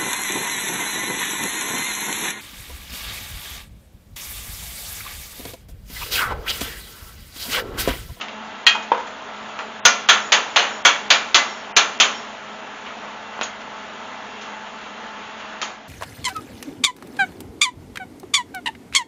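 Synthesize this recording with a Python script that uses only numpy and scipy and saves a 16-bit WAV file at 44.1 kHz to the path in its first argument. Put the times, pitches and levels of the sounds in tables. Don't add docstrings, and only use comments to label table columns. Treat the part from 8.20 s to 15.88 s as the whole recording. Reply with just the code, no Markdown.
import sys
import numpy as np
from scipy import signal
from scipy.fft import rfft, irfft, next_fast_len
from scipy.io import wavfile
from scipy.ndimage import uniform_filter1d, map_coordinates

SR = 44100
rng = np.random.default_rng(int(sys.argv[2]) if len(sys.argv) > 2 else 0)


def voltage_ratio(level):
    return 10 ** (np.asarray(level, float) / 20)


def wav_out(sig):
    wavfile.write(sys.argv[1], SR, np.round(np.clip(np.atleast_2d(sig).T, -1, 1) * 32767).astype(np.int16))


N = 338688


def unit(x):
    return x / np.sqrt(np.mean(x ** 2) + 1e-20)


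def along(points, hz):
    point_hz, value = np.transpose(points)
    return np.interp(np.log(hz + 1), np.log(point_hz + 1), value)


def filtered(x, response):
    size = next_fast_len(N + 8192)
    return irfft(rfft(x, size) * response(np.fft.rfftfreq(size, 1 / SR)), size)[..., :N]


def wobble(rate):
    knots = rng.standard_normal(int(N * rate / SR) + 4)
    return map_coordinates(knots, [np.arange(N) * rate / SR])


def patches(shape, across_hz, across_time):
    field = uniform_filter1d(rng.standard_normal(shape), size=across_hz, axis=0)
    return unit(uniform_filter1d(field, size=across_time, axis=1))


# time_s, rush_db
MACHINE_LEVEL = [
    (0, -35),
    (5, -35),
    (5.78, -34.5),
    (6.27, -34.5),
    (7.34, -34.5),
    (7.53, -39),
    (7.68, -42.5),
]
# pitch_hz, level_db (per Hz)
AIR_RUSH = [(12, -49), (20, -27), (178, -18.5), (206, -3.5), (380, -13.5), (409, -5.5), (562, -8),
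            (605, -5), (875, -2.5), (989, -3.5), (1300, -4.5), (2450, -11), (3290, -11.5), (4990, -25),
            (7040, -22.5), (9150, -59), (15500, -120)]
# pitch_hz, level_db
FAN_TONES = [(211.4, -50), (233, -58.5), (416, -60), (690, -65.5), (874, -48), (639, -49), (1060, -62.5),
             (1325, -50.5), (1430, -57), (1700, -54), (2012, -55.5), (2724, -54.5), (3235, -63.5)]


def machine():
    t = np.arange(N) / SR
    level_db = np.interp(t, *np.transpose(MACHINE_LEVEL))
    z = signal.stft(rng.standard_normal(N), nperseg=512)[2]
    air = signal.istft(z * voltage_ratio(1.13 * patches(z.shape, 5, 10)), nperseg=512)[1][:N]
    air = unit(filtered(air, lambda f: voltage_ratio(along(AIR_RUSH, f)))) * voltage_ratio(-1.0 + 0.6 * wobble(12))
    tones = np.zeros(N)
    for hz, db in FAN_TONES:
        drift = 2 * np.pi * 3 * np.cumsum(wobble(12)) / SR
        tones += voltage_ratio(db + 37.0 + 2.8 * wobble(6)) * np.sin(2 * np.pi * hz * t + drift)
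    return voltage_ratio(level_db) * (air + tones)


def rafters():
    level_db, t60_s, rise_s = -28.5, 1.14, 0.031
    swell, t = np.zeros(N + SR), np.arange(SR) / SR
    shape = voltage_ratio(-60 * t / t60_s) * (1 - np.exp(-t / rise_s))
    for start_s, db, *_ in TAPS:
        swell[round(start_s * SR):][:SR] += voltage_ratio(db) * shape
    tilt = [(1500, 0.5), (6000, 8)]  # (Hz, dB)
    wash = filtered(rng.standard_normal(N), lambda f: voltage_ratio(along(AIR_RUSH, f) + along(tilt, f)))
    return voltage_ratio(level_db) * swell[:N] * unit(wash)


def crowding_db(crowds, hz):
    humps = sum(voltage_ratio(db - 3.5) * np.exp(-((hz - centre) / (width + 150)) ** 2)
                for centre, width, db in crowds)
    return 20 * np.log10(1 + humps)


def dying(level_db, t60, size=128, clumps_db=0):
    hz, t, z = signal.stft(rng.standard_normal(SR // 2), SR, nperseg=size)
    clumps = clumps_db * patches(z.shape, 2, 6)
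    decay_db = -60 * t / t60(hz)[:, None]
    shaped = z * voltage_ratio(clumps + level_db(hz)[:, None] + decay_db)
    return signal.istft(shaped, SR, nperseg=size)[1][:SR // 2]


# pitch_hz, level_db (per Hz)
DENSE_IRON = [(60, -48), (180, -18.5), (300, -17), (600, -8.5), (900, -4), (1400, -1), (1600, -6),
              (3300, -3), (4300, -3.5), (5200, -4.5), (6400, 0.5), (7200, -1), (9000, -35), (15000, -120)]
# pitch_hz, t60_s
DENSE_DECAY = [(150, .3), (500, 0.36), (1200, 0.32), (2500, 0.2), (4500, 0.14), (7000, 0.17)]
# pitch_hz, level_db
CONTACT_CRACK = [(150, -41), (500, 0), (2000, 3.5), (7000, -1)]
# pitch_hz, t60_s
SHOP_DECAY = [(200, 0.86), (1000, 0.52), (3000, 0.39), (7000, 0.37)]
TONE_BANDS = [500, 1350, 3000, 5800]


def knocks(events, modes, ring_db, dense_db, crack_db, lows_db, scatter_db, rise, wet_db, crowds=()):
    out, t = np.zeros(N + 2 * SR), np.arange(SR // 2) / SR
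    hz, level_db, t60 = np.transpose(modes)[:, :, None]
    t60 = np.minimum(t60, 0.55)
    for start_s, db, body_db, sheen_db, damp in events:
        balance = list(zip(TONE_BANDS, [body_db + lows_db, body_db, 0, sheen_db]))

        def dense_level(f):
            return dense_db + along(DENSE_IRON, f) + along(balance, f) + crowding_db(crowds, f)

        def crack_level(f):
            return crack_db + along(CONTACT_CRACK, f) + along(balance, f)

        strength, phase, beat_rate = rng.standard_normal((3, len(modes), 1))
        beat = 1 + 0.36 * np.sin(2 * np.pi * 25 * (1 + beat_rate) * t + 3 * phase)
        envelope = voltage_ratio(ring_db + level_db + scatter_db * strength) * np.exp(-np.log(1000) / t60 * t)
        ring = (beat * envelope * np.sin(2 * np.pi * hz * t + phase)).sum(axis=0)
        dense = dying(dense_level, lambda f: damp * along(DENSE_DECAY, f), size=256, clumps_db=1.58)
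        crack = dying(crack_level, lambda f: 0.0068 + 0 * f)
        blow = (ring + dense) * (1 - np.exp(-t / rise)) + crack
        tail = dying(np.zeros_like, lambda f: along(SHOP_DECAY, f)) * (1 - np.exp(-t / 0.0034))
        echo = voltage_ratio(wet_db) * signal.fftconvolve(dense + crack, tail / np.linalg.norm(tail))
        start = round(start_s * SR)
        out[start:][:len(t)] += voltage_ratio(db) * blow
        out[start:][:len(echo)] += voltage_ratio(db) * echo
    return out[:N]


# start_s, level_db (peak), pitch_hz, t60_s
SNAPS = [
    (.7182, -4, 930, .035),
    (5.192, -11.5, 1000, .005),
    (5.2135, -12, 1500, .006),
    (5.2225, -19, 600, .015),
    (1.3915, -21, 1100, .025),
    (7.428, -16, 1250, .03),
    (7.43, -20, 3200, .04),
    (5.478, -27, 900, .04),
    (4.28, -36, 1320, .3),
]


def snaps():
    out, t = np.zeros(N), np.arange(SR // 5) / SR
    for start_s, db, hz, t60 in SNAPS:
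        out[round(start_s * SR):][:len(t)] += voltage_ratio(db - 60 * t / t60) * np.sin(2 * np.pi * hz * t)
    return out


# start_s, level_db (peak), body_db, sheen_db, decay (factor)
CLAMP_BLOWS = [
    (0.4663, 1.04, -6.5, -16, 0.99),
]
STICK_BLOWS = [
    (0.5494, -25.5, 5, -8, 0.67),
    (0.7173, -14.5, 8, -25, 0.32),
    (0.7444, -24, 2, -20, 0.42),
    (0.7744, -28.5, 2, -15, 0.7),
    (0.799, -34, -8, -9, 0.66),
]
PART_BLOWS = [
    (0.0114, -12.5, -8, -19.5, 0.52),
    (0.0844, -21, -13, -20, 0.41),
    (1.3904, -22, 6, -15, 0.7),
    (5.2124, -10, -4.5, -19.5, 0.44),
    (5.4774, -41, -7, -19, 0.5),
    (6.2135, -28.5, -7, -9.5, 1),
    (7.4163, -17, -0.5, -6, 0.92),
]
PIN_BLOWS = [
    (5.2313, -24.5, -20, -4, 1),
]
# start_s, level_db (peak), sheen_db
SCUFFS = [
    (0.6202, -29, -6),
    (0.8628, -27, -10),
    (4.658, -22, -28),
    (4.679, -28, -23),
    (5.4047, -33, -9),
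    (6.4557, -28, -28),
    (7.194, -26, -16),
]
# pitch_hz, level_db, t60_s
CLAMP_MODES = [(1330, -14, .25), (1642, -14, .25), (1879, -2, .17), (2498, -7.5, .4), (2525, -7, .18),
               (2632, -7, .16), (2794, -6, .17), (3219, -2, .25), (3330, -7, .15), (4054, -6, .15),
               (4200, -3, .08), (4339, -8, .14), (4646, -14, .14), (5900, -12, .08)]
STICK_MODES = [(480, -9, .24), (530, -8, .15), (700, -8, .1), (861, -3, .17), (942, 0, .19),
               (1040, -5, .14), (1297, -10, .1), (2003, -8, .05), (3200, -10, .04)]
PART_MODES = [(640, -18, .05), (1040, -21, .06), (3275, 1, 0.087)]
PIN_MODES = [(3400, -8, .05), (6450, -4, .04), (6600, -9, .16), (6800, -4, .05)]


def handling():
    clamp = knocks(CLAMP_BLOWS, CLAMP_MODES, ring_db=-8, dense_db=4.5, crack_db=3, lows_db=-13,
                   scatter_db=0, rise=0.0008, wet_db=-10)
    stick = knocks(STICK_BLOWS, STICK_MODES, ring_db=0, dense_db=5.5, crack_db=-12, lows_db=0.5,
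                   scatter_db=2.0, rise=0.0007, wet_db=-5.0, crowds=[(760, 110, 1.8)])
    parts = knocks(PART_BLOWS, PART_MODES, ring_db=-28.5, dense_db=5.5, crack_db=5, lows_db=2,
                   scatter_db=-5, rise=0.0028, wet_db=-6.5)
    soft = [(start_s, db, -1.5, sheen_db, 0.52) for start_s, db, sheen_db in SCUFFS]
    scuffs = knocks(soft, PART_MODES, ring_db=-30, dense_db=12, crack_db=-30, lows_db=-5,
                    scatter_db=0, rise=0.015, wet_db=-12)
    pin = knocks(PIN_BLOWS, PIN_MODES, ring_db=6, dense_db=4, crack_db=-3, lows_db=9,
                 scatter_db=0, rise=0.001, wet_db=-9)
    return clamp + stick + parts + scuffs + pin + snaps()


# start_s (mid-swell), length_s, low_tone_db, high_tone_db
BLADE_SWINGS = [
    (2.04, .2, -50, -43),
    (2.33, .12, -54, -46),
    (2.54, .24, -48, -46),
    (3.345, .26, -45, -54),
    (3.97, .2, -43, -52),
]
BLADE_TONES = [5520, 6860]


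def blade():
    t = np.arange(N) / SR
    flutter = voltage_ratio(4 * np.array([wobble(60), wobble(60)]))
    low, high = flutter * np.sin(2 * np.pi * np.outer(BLADE_TONES, t))
    out = np.zeros(N)
    for middle_s, length_s, low_db, high_db in BLADE_SWINGS:
        swell = np.cos(np.pi * np.clip((t - middle_s) / length_s, -0.5, 0.5)) ** 2
        out += swell * (voltage_ratio(low_db) * low + voltage_ratio(high_db) * high)
    return out


# start_s, level_db (peak), first_scroll_db, second_scroll_db, third_scroll_db
TAPS = [
    (1.6518, 1, 5, 6.5, 4.5),
    (1.8878, -1, 1.5, 5.5, 0.5),
    (2.1209, -0.5, -3.5, -5.5, -16),
    (2.3605, -2.5, -6, -19, -1),
    (2.6504, -0.5, 3.5, 2, 1.5),
    (2.9032, -0.5, 2.5, 3, -15),
    (3.1447, 0, 3, -3.5, -9),
    (3.565, 0, 3, -1, -4),
    (3.8003, -.5, -18, -5, -1),
]
# pitch_hz, pitch_hz, pitch_hz
UNDER_TOOL = [(1443, 4915, 5340), (1750, 3386, 956), (956, 4915, 2772), (705, 4258, 4360),
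              (1443, 3386, 2261), (4915, 3957, 2406), (2024, 1168, 4549), (3739, 2355, 5391),
              (3163, 6740, 3620)]
# pitch_hz, level_db, t60_s
SCROLL_1 = [(705, -8.9, 0.36), (956, -5.6, 0.29), (1168, -8.3, 0.4), (1698, -6.3, 0.35), (1750, -8.9, 0.49),
            (2024, -12.0, 0.53), (2406, -10.8, 0.52), (2772, -11.8, 0.55), (3066, -12.4, 0.31),
            (3386, -11.5, 0.3), (3814, -15.1, 0.28), (4258, -14.6, 0.4), (4360, -17.1, 0.28),
            (4549, -18.6, 0.27)]
SCROLL_2 = [(1061, -8.2, 0.43), (1354, -4.6, 0.57), (1443, -3.6, 0.27), (2261, -10.9, 0.45),
            (3957, -14.4, 0.31), (4858, -19.6, 0.28), (4915, -18.1, 0.33), (5101, -21.5, 0.27),
            (5340, -22.7, 0.28), (5391, -21.7, 0.31), (5486, -20.3, 0.5), (5604, -20.5, 0.29),
            (5924, -17.8, 0.44), (6027, -16.0, 0.27)]
SCROLL_3 = [(466, -15.2, 0.33), (565, -14.9, 0.6), (1836, -6.4, 0.3), (2355, -10.3, 0.43),
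            (2964, -11.5, 0.36), (3163, -9.4, 0.28), (3270, -10.9, 0.35), (3620, -10.8, 0.28),
            (3739, -14.8, 0.32), (5706, -19.5, 0.33), (6527, -15.5, 0.3), (6740, -18.5, 0.28),
            (6858, -18.5, 0.52)]
# pitch_hz, width_hz, level_db
SCROLL_CROWDS = [
    [(1000, 39, -26.5), (1814, 17, 1), (4230, 50, -9.5)],
    [(1380, 140, -4), (3420, 16, 0.5), (4950, 40, -28.5)],
    [(694, 30, -35.5), (3090, 32, -14), (6260, 45, 8)],
]


def taps():
    lows_db, mids_db, highs_db = -6, -8, -9.5
    brighter_db_per_db, shorter_per_db = 3.3, 0.3148
    favour_db, favour_crowd_db, favour_width_hz = 9, -8, 20
    ring_share = 0.75
    out = np.zeros(N)
    for (start_s, db, *reach), favoured in zip(TAPS, UNDER_TOOL):
        modes, crowds = [], []
        for reach_db, scroll, humps in zip(reach, [SCROLL_1, SCROLL_2, SCROLL_3], SCROLL_CROWDS):
            for hz, level_db, t60 in scroll:
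                modes.append((hz, level_db + reach_db + favour_db * (hz in favoured), ring_share * t60))
            for hz, width_hz, level_db in humps:
                crowds.append((hz, width_hz, level_db + reach_db))
        crowds += [(hz, favour_width_hz, favour_crowd_db) for hz in favoured]
        tap = (start_s, db, mids_db, highs_db + brighter_db_per_db * db, 1 - shorter_per_db * db)
        out += knocks([tap], modes, ring_db=-17.5, dense_db=7.5, crack_db=4, lows_db=lows_db - mids_db,
                      scatter_db=2.5, rise=0.0021, wet_db=-11.5, crowds=crowds)
    return out


def scene():
    no_bass = signal.butter(3, 215, "high", fs=SR, output="sos")
    struck = signal.sosfilt(no_bass, taps() + rafters() + handling())
    return (struck + blade() + machine())[None]


# pitch_hz, level_db (per Hz)
NOISE_FLOOR = [(12, -47), (20, -8.5), (283, 2.5), (362, -20), (719, 5.5), (774, -4), (7040, -28.5),
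               (9150, -58), (15500, -120)]


def self_noise():
    return voltage_ratio(-52) * unit(filtered(rng.standard_normal(N), lambda f: voltage_ratio(along(NOISE_FLOOR, f))))


# start_s, end_s, above_hz
TREBLE_GAPS = [
    (.449, .459, 3700),
    (1.601, 1.644, 3900),
    (1.866, 1.876, 5200),
    (2.627, 2.642, 3800),
    (2.886, 2.892, 3900),
    (3.523, 3.557, 3100),
    (3.78, 3.788, 3200),
]


def treble_dropouts(band):
    t = np.arange(N) / SR
    for start_s, end_s, above_hz in TREBLE_GAPS:
        gap = np.clip(np.minimum(t - start_s, end_s - t) / 0.002 + 0.5, 0, 1)
        dull = signal.sosfilt(signal.ellip(8, 1, 70, above_hz, fs=SR, output="sos"), band)
        band = band + gap * (dull - band)
    return band


def roll_off(x):
    return signal.sosfilt(signal.butter(12, 15800, fs=SR, output="sos"), x)


def record(dry):
    t = np.arange(N) / SR
    camera_rate_hz = 16000
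    loud = dry / (1 + np.abs(dry / 1.073) ** 6) ** (1 / 6)
    loud = signal.sosfilt(signal.butter(1, 40, "high", fs=SR, output="sos"), loud) + self_noise()
    band = treble_dropouts(filtered(loud, lambda f: 1 / (1 + (f / 7270) ** 90)))
    mirror = band * np.cos(2 * np.pi * camera_rate_hz * t)
    band = band + voltage_ratio(-21.5) * filtered(mirror, lambda f: np.exp(-((f - 8800) / 220) ** 2))
    return roll_off(np.clip(band, -0.985, 0.985))


dry = scene()
out = record(dry)
wav_out(out)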